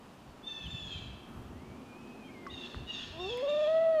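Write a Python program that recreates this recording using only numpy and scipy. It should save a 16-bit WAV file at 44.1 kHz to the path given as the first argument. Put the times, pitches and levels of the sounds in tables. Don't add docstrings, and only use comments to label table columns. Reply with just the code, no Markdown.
import sys
import numpy as np
from scipy import signal
from scipy.fft import rfft, irfft
from scipy.io import wavfile
from scipy.ndimage import uniform_filter1d

SR = 44100
rng = np.random.default_rng(int(sys.argv[2]) if len(sys.argv) > 2 else 0)


def dump_mix(stems):
    frames = np.atleast_2d(stems).T
    limited = np.clip(frames, -1, 1)
    pcm = np.round(limited * 32767).astype(np.int16)
    wavfile.write(sys.argv[1], SR, pcm)


N = 176400
T = np.arange(N) / SR


def amp(db):
    return 10 ** (np.asarray(db) / 20)


def unit(x):
    return x / np.sqrt(np.mean(x ** 2) + 1e-20)


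def read(curve, hz):
    f, value = np.transpose(curve)
    return np.interp(np.log(hz + 1), np.log(np.sort(f) + 1), value)


def add(mix, start_s, sound):
    part = mix[max(round(start_s * SR), 0):][:len(sound)]
    part += sound[:len(part)]


def bell(x, centre, half_width):
    return np.exp(-((x - centre) / half_width) ** 2)


def sine(hz):
    return np.sin(2 * np.pi * np.cumsum(hz) / SR)


def noise(spectrum, size=N):
    gain = amp(read(spectrum, np.fft.rfftfreq(N, 1 / SR)))
    return unit(irfft(rfft(rng.standard_normal(N)) * gain, N))[:size]


def wander(hz, size=N):
    t = T[::20]
    lowpass = bell(np.fft.rfftfreq(len(t), t[1]), 0, hz)
    drift = unit(irfft(rfft(rng.standard_normal(len(t))) * lowpass, len(t)))
    return np.interp(T[:size], t, drift)


def glide(contour):
    s, hz, db = np.transpose(contour)
    return np.interp(T, s, hz), amp(np.interp(T, s, db, left=-140))


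def voice(hz, throat, multiples, shimmer_db):
    phase = 2 * np.pi * np.cumsum(hz) / SR
    out = np.zeros(len(hz))
    for k in multiples:
        gain = amp(read(throat, k * hz) + shimmer_db * wander(34, len(hz)))
        out += gain * np.sin(k * phase + 2 * np.pi * rng.random())
    return out


# frequency in Hz, relative level in dB.
CRY_THROAT = [(800, -41), (1750, -21.5), (2200, -14), (2600, -17.5), (2850, -9.5), (3150, 2), (3600, 2),
              (3850, -6), (4200, -17), (4550, -25.5), (5300, -24), (5800, -30), (6200, -25), (6700, -24),
              (7200, -29.5), (7900, -47)]
RASP_SPECTRUM = [(800, -14), (1750, -10.5), (2200, -19.5), (2700, 1.5), (3100, -5), (3600, 1.5),
                 (4100, -8.5), (5200, -17.5), (6800, -28), (8000, -30.5), (13000, -56)]


def cry(length, rise, scoop, drop, top_hz, end_hz, db, fade_db, swell_s, swell_db,
        second_hz, second_end_hz, second_db, upper_hz, upper_db, overtone_db, rough):
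    break_s, release_s, jitter_hz, shimmer_db = 0.038, 0.027, 158.2, 3.5
    t = np.arange(0, length, 1 / SR)
    n, progress, attack = len(t), t / length, np.minimum(t / rise, 1)
    sag = np.clip((t - rise) / (length - rise), 0, 1) ** 1.3
    dip = scoop * (1 - attack) ** 2 + drop * np.maximum(1 - (length - t) / break_s, 0)
    hz = (top_hz + (end_hz - top_hz) * sag) * (1 - dip)
    hz *= 1 + .05 * rough * wander(jitter_hz, n)
    hz *= 1 + .03 * progress ** 4 * wander(220, n)

    throat = [(f, level + upper_db * bell(f, upper_hz, 300)
               + overtone_db * (1 + np.tanh((f - 4040) / 120)) / 2) for f, level in CRY_THROAT]
    overtones = np.minimum(t / 0.022, 1) * voice(hz, throat, range(5, 10), shimmer_db)
    half_harmonics = 0.16 * progress * voice(hz, throat, np.arange(1, 10) + .5, shimmer_db)
    throb = 1 + 1.5 * rough * sine(200 * (1 + .2 * wander(20, n)))
    tone = unit(throb * (voice(hz, throat, range(1, 5), shimmer_db) + overtones + half_harmonics))
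    rasp = rough * (1 + 3.55 * progress ** 2) * noise(RASP_SPECTRUM, n)
    swell = amp(swell_db * bell(t, swell_s, 0.017))
    gain = attack ** 1.3 * np.minimum((length - t) / release_s, 1) * amp(db + fade_db * progress)

    second_pitch = second_hz + (second_end_hz - second_hz) * progress
    second_pitch *= 1 + 0.029 * rough * wander(jitter_hz, n)
    second = unit(attack * amp(shimmer_db * wander(34, n)) * sine(second_pitch))
    return gain * swell * unit(tone + rasp), gain * amp(second_db) * second


# start, length and rise time in seconds, scoop and final drop as fractions
# of the pitch, top and end pitch in Hz, level and fade in dB, swell time in seconds, swell in dB,
# second voice's first and last pitch in Hz and relative level in dB, upper resonance in Hz,
# its gain in dB, treble gain in dB, roughness from 0 to 1.
CRIES = [(0.426, 0.25, 0.045, .06, .1, 896, 835.4, -43, -5.5, 0.068, 6.2, 2690, 2616, -12, 6150, 9.5, -4.5, 0.036),
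         (0.664, 0.35, 0.023, 0.1985, .026, 895.3, 771, -46.5, -1.5, 0.053, 6.5, 2710, 2568, -10.5, 7100, 11.5, -2.5, 0.1),
         (2.486, 0.2, 0.038, .14, .005, 936.7, 829.5, -46, -3.5, 0.18, 3.3, 2850, 2700, -6, 6550, 3, 0, 0.21),
         (2.856, 0.21, 0.042, .07, .005, 949.7, 794, -41, -7.5, .092, 3.5, 2920, 2588, -2.5, 5500, 3, 4, 0.25),
         (3.172, .185, .052, 0.11, .003, 916, 785, -41, -6, .125, 4.3, 2838, 2558, -5.5, 5300, 3, 4, 0.11),
         (3.448, 0.26, 0.042, 0.12, .005, 917.4, 801, -43.5, -9, 0.054, 5.3, 2810, 2603, -7, 7200, 3.5, 1, 0.2)]


def loon_cries():
    voices = np.zeros((2, N))
    for start, *settings in CRIES:
        for track, sound in zip(voices, cry(*settings)):
            add(track, start, sound)
    return voices


# frequency in Hz, relative level in dB.
SQUAWK_SPECTRUM = [(2000, -48), (2750, -14), (3000, -3), (3300, -14), (5000, -47)]


def squawk():
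    return amp(-47) * bell(T, .668, 0.011) * noise(SQUAWK_SPECTRUM)


# time in seconds, pitch in Hz, level in dB.
WAIL_CONTOUR = [(3.12, 305, -64), (3.15, 320, -57.5), (3.18, 328, -50), (3.204, 356, -43),
                (3.255, 375, -39), (3.288, 405, -41), (3.31, 482, -40), (3.36, 486, -36.5),
                (3.42, 510, -36), (3.432, 572, -31.5), (3.45, 574, -32.5), (3.466, 545, -32.5),
                (3.49, 588, -30.5), (3.625, 611, -28.5), (3.667, 597, -28.5), (3.68, 622, -27),
                (3.745, 645, -26.5), (3.845, 656, -26.5), (3.925, 641, -27), (4.0, 617, -25.5)]
# frequency in Hz, relative level in dB.
WAIL_THROAT = [(320, -5.5), (490, 5.5), (620, -1.5), (740, -9), (980, -9), (1160, -19.5), (1300, -27.5),
               (1480, -37.5), (1780, -27.5), (1950, -29), (2150, -37), (2400, -29.5), (2650, -49.5),
               (4000, -58.5)]
CRACK_SPECTRUM = [(150, -32), (350, -2), (600, 0.5), (900, -6), (1500, -16), (2200, -18), (4000, -49)]
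REEDY_SPECTRUM = [(3100, -1.5), (3700, -12.5), (4350, -4.5), (5000, -14)]
# time in seconds, level in dB.
REEDY_ENVELOPE = [(3.1, -83.5), (3.88, -74), (3.95, -59.5), (4.0, -54.5)]


def loon_wail(quaver_s=3.585, quaver_hz=23, crack_hz_per_s=2500):
    hz, gain = glide(WAIL_CONTOUR)
    quaver = 0.015 * bell(T, quaver_s, 0.076) * np.cos(2 * np.pi * quaver_hz * (T - quaver_s))
    pitch = hz * (1 + quaver + 0.0048 * wander(68.8))
    pitch_speed = uniform_filter1d(abs(np.gradient(hz)) * SR, size=700)
    crack = amp(-18) * np.minimum(pitch_speed / crack_hz_per_s, 1) * gain * noise(CRACK_SPECTRUM)
    tone = voice(pitch, WAIL_THROAT, [1], shimmer_db=.5)
    tone += voice(pitch, WAIL_THROAT, range(2, 5), shimmer_db=2)
    tone *= np.sqrt(2) * gain * amp(-read(WAIL_THROAT, hz))
    reedy = unit(voice(pitch, REEDY_SPECTRUM, range(5, 8), shimmer_db=2))
    return crack + tone + reedy * amp(np.interp(T, *np.transpose(REEDY_ENVELOPE)))


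# time in seconds, pitch in Hz, level in dB.
WHISTLE_CONTOUR = [(1.48, 1740, -84), (1.56, 1920, -67.5), (1.652, 2256, -70), (1.72, 2280, -68),
                   (1.83, 2465, -72), (1.936, 2420, -60), (1.998, 2550, -64), (2.098, 2525, -64.5),
                   (2.192, 2580, -64.5), (2.24, 2400, -59), (2.265, 2470, -63.5), (2.297, 2160, -59),
                   (2.325, 2390, -65.5), (2.365, 2110, -58), (2.4, 2130, -60.5), (2.5, 1980, -59),
                   (2.56, 1830, -72.5)]


def far_whistle(jitter=0.0064, release_s=0.042):
    hz, gain = glide(WHISTLE_CONTOUR)
    release = np.exp(-np.maximum(T - WHISTLE_CONTOUR[-1][0], 0) / release_s)
    return np.sqrt(2) * gain * release * sine(hz * (1 + jitter * wander(100)))


# middle and half-length in seconds, pitch in Hz, glide in Hz/s, level in dB.
PEEPS = [(0.302, 0.029, 4430, -600, -72), (2.27, 0.032, 3170, 722, -59.5)]


def far_peeps():
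    out = np.zeros(N)
    for middle, half, hz, slide, db in PEEPS:
        t = T - middle
        out += amp(db) * np.exp(-(t / half) ** 4) * np.sin(2 * np.pi * (hz + slide * t / 2) * t)
    return out


# start in seconds, level in dB, settled and first pitch in Hz, T60 in seconds.
BUBBLES = [(2.466, -36, 1107, 1940, 0.097), (2.4702, -47.5, 4800, 5560, 0.012),
           (2.7456, -29.5, 1070, 1410, 0.0051)]


def bubbles(settle_s=0.0011):
    out, t = np.zeros(N), T[:SR // 5]
    for start, db, hz, first_hz, t60 in BUBBLES:
        pitch = hz + (first_hz - hz) * np.exp(-t / settle_s)
        add(out, start, amp(db - 60 * t / t60) * sine(pitch))
    return out


# start in seconds, level in dB, centre in Hz, width in octaves, T60 in seconds.
DROP_CLICKS = [(2.7445, -52, 2376, 0.77, 0.042), (3.374, -48, 7500, 0.82, 0.006),
               (3.3752, -53, 2062, 0.3, 0.37)]


def drop_clicks():
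    out, t = np.zeros(N), T[:SR // 5]
    for start, db, hz, octaves, t60 in DROP_CLICKS:
        ratio = 4 ** octaves
        band = [(hz / ratio ** 2, -60), (hz / ratio, -20), (hz, 0),
                (hz * ratio, -20), (hz * ratio ** 2, -60)]
        add(out, start, amp(db - 60 * t / t60) * noise(band, len(t)))
    return out


# frequency in Hz, relative level in dB.
SWISH_SPECTRUM = [(200, 16), (600, -4), (1300, 5), (2500, -22), (8000, -23), (12000, -21), (15000, -26)]


def swish(middle_s=1.38, spread_s=0.11):
    return amp(-51.5) * np.exp(-.5 * ((T - middle_s) / spread_s) ** 2) * noise(SWISH_SPECTRUM)


# middle and half-length in seconds, level in dB.
PUFFS = [(0.28, 0.064, -58.5), (0.659, 0.03, -43), (0.745, 0.0087, -35), (0.855, 0.031, -46),
         (0.982, 0.036, -42), (1.093, 0.053, -45.5), (1.393, 0.013, -46), (1.502, 0.096, -51),
         (1.735, 0.091, -53), (2.53, 0.035, -52.5), (2.776, 0.016, -40.5), (2.816, 0.044, -47),
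         (3.16, 0.11, -50), (3.323, 0.026, -53)]
# frequency in Hz, relative level in dB.
PUFF_SPECTRUM = [(15, -29), (40, -9.5), (65, 2.5), (120, -1.5), (180, -5.5), (280, -31), (600, -38.5),
                 (2000, -94.5)]


def air_puffs():
    power = sum(amp(db) ** 2 * bell(T, middle, half) for middle, half, db in PUFFS)
    return np.sqrt(power) * noise(PUFF_SPECTRUM)


# delay in seconds, gain in dB.
TREE_ECHOES = [(.052, -17.5), (.088, -21)]


def near_trees(calls):
    out = np.zeros(N)
    for delay, db in TREE_ECHOES:
        add(out, delay, amp(db) * calls)
    return out


# frequency in Hz, T60 in seconds.
SHORE_T60 = [(300, 0.44), (1000, 1.4), (2650, 1.7), (3300, 1.17), (7000, 0.62), (14000, .4)]
# frequency in Hz, relative level in dB.
SHORE_SPECTRUM = [(300, 4), (1800, 7), (2650, 2.5), (3600, -4.5), (4300, 5.5), (7000, 2), (12000, 0.5)]


def shore(calls, build_s=0.034):
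    hz, t, bands = signal.stft(rng.standard_normal(2 * SR), SR, nperseg=256)
    bands *= amp(-60 * t / read(SHORE_T60, hz)[:, None]) * (1 - bell(t, 0, build_s))
    energy = uniform_filter1d((abs(bands) ** 2).sum(1), size=9)
    bands *= (amp(read(SHORE_SPECTRUM, hz)) / np.sqrt(energy))[:, None]
    response = signal.istft(bands, SR, nperseg=256)[1]
    return signal.fftconvolve(calls, response / np.linalg.norm(response))[:N]


# frequency in Hz, relative level in dB.
HUSH_SPECTRUM = [(12, -42), (20, -5.5), (85, -6.5), (165, -2), (244, 0.5), (489, -9), (664, -7.5),
                 (1090, -9.5), (2070, -21.5), (2450, -19.5), (2900, -18.5), (3520, -24), (6670, -30.5),
                 (15400, -41)]


def hush(level_db=-53.5):
    return amp(level_db + .5 * wander(0.61)) * noise(HUSH_SPECTRUM)


# frequency in Hz, relative level in dB.
DRONE_SPECTRUM = [(100, -37.5), (190, -9.5), (255, -0.5), (305, -15), (355, -5.5), (450, -16), (900, -26.5),
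                  (3000, -86.5)]
# time in seconds, level in dB.
DRONE_ENVELOPE = [(0, -78), (.9, -62), (1.7, -49.5), (2.0, -53.5), (2.6, -49.5), (3.2, -58.5), (4, -59)]


def far_drone():
    return amp(np.interp(T, *np.transpose(DRONE_ENVELOPE))) * noise(DRONE_SPECTRUM)


def scene():
    main_voice, second_voice = loon_cries()
    wail = loon_wail()
    far_birds = far_whistle() + far_peeps()
    main_voice += squawk()
    cries = main_voice + second_voice
    to_shore = amp(-0.5) * main_voice + amp(-5.5) * second_voice + amp(-20) * wail + amp(-9.5) * far_birds
    echoes = shore(to_shore) + near_trees(cries)
    water = bubbles() + drop_clicks() + swish()
    air = air_puffs() + hush() + far_drone()
    return (cries + wail + far_birds + echoes + water + air)[None]


def record(dry, cutoff_hz=15520):
    lowpass = signal.firwin(511, cutoff_hz, window=("kaiser", 9), fs=SR)
    return signal.oaconvolve(dry, lowpass[None], "same")


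dry = scene()
out = record(dry)
dump_mix(out)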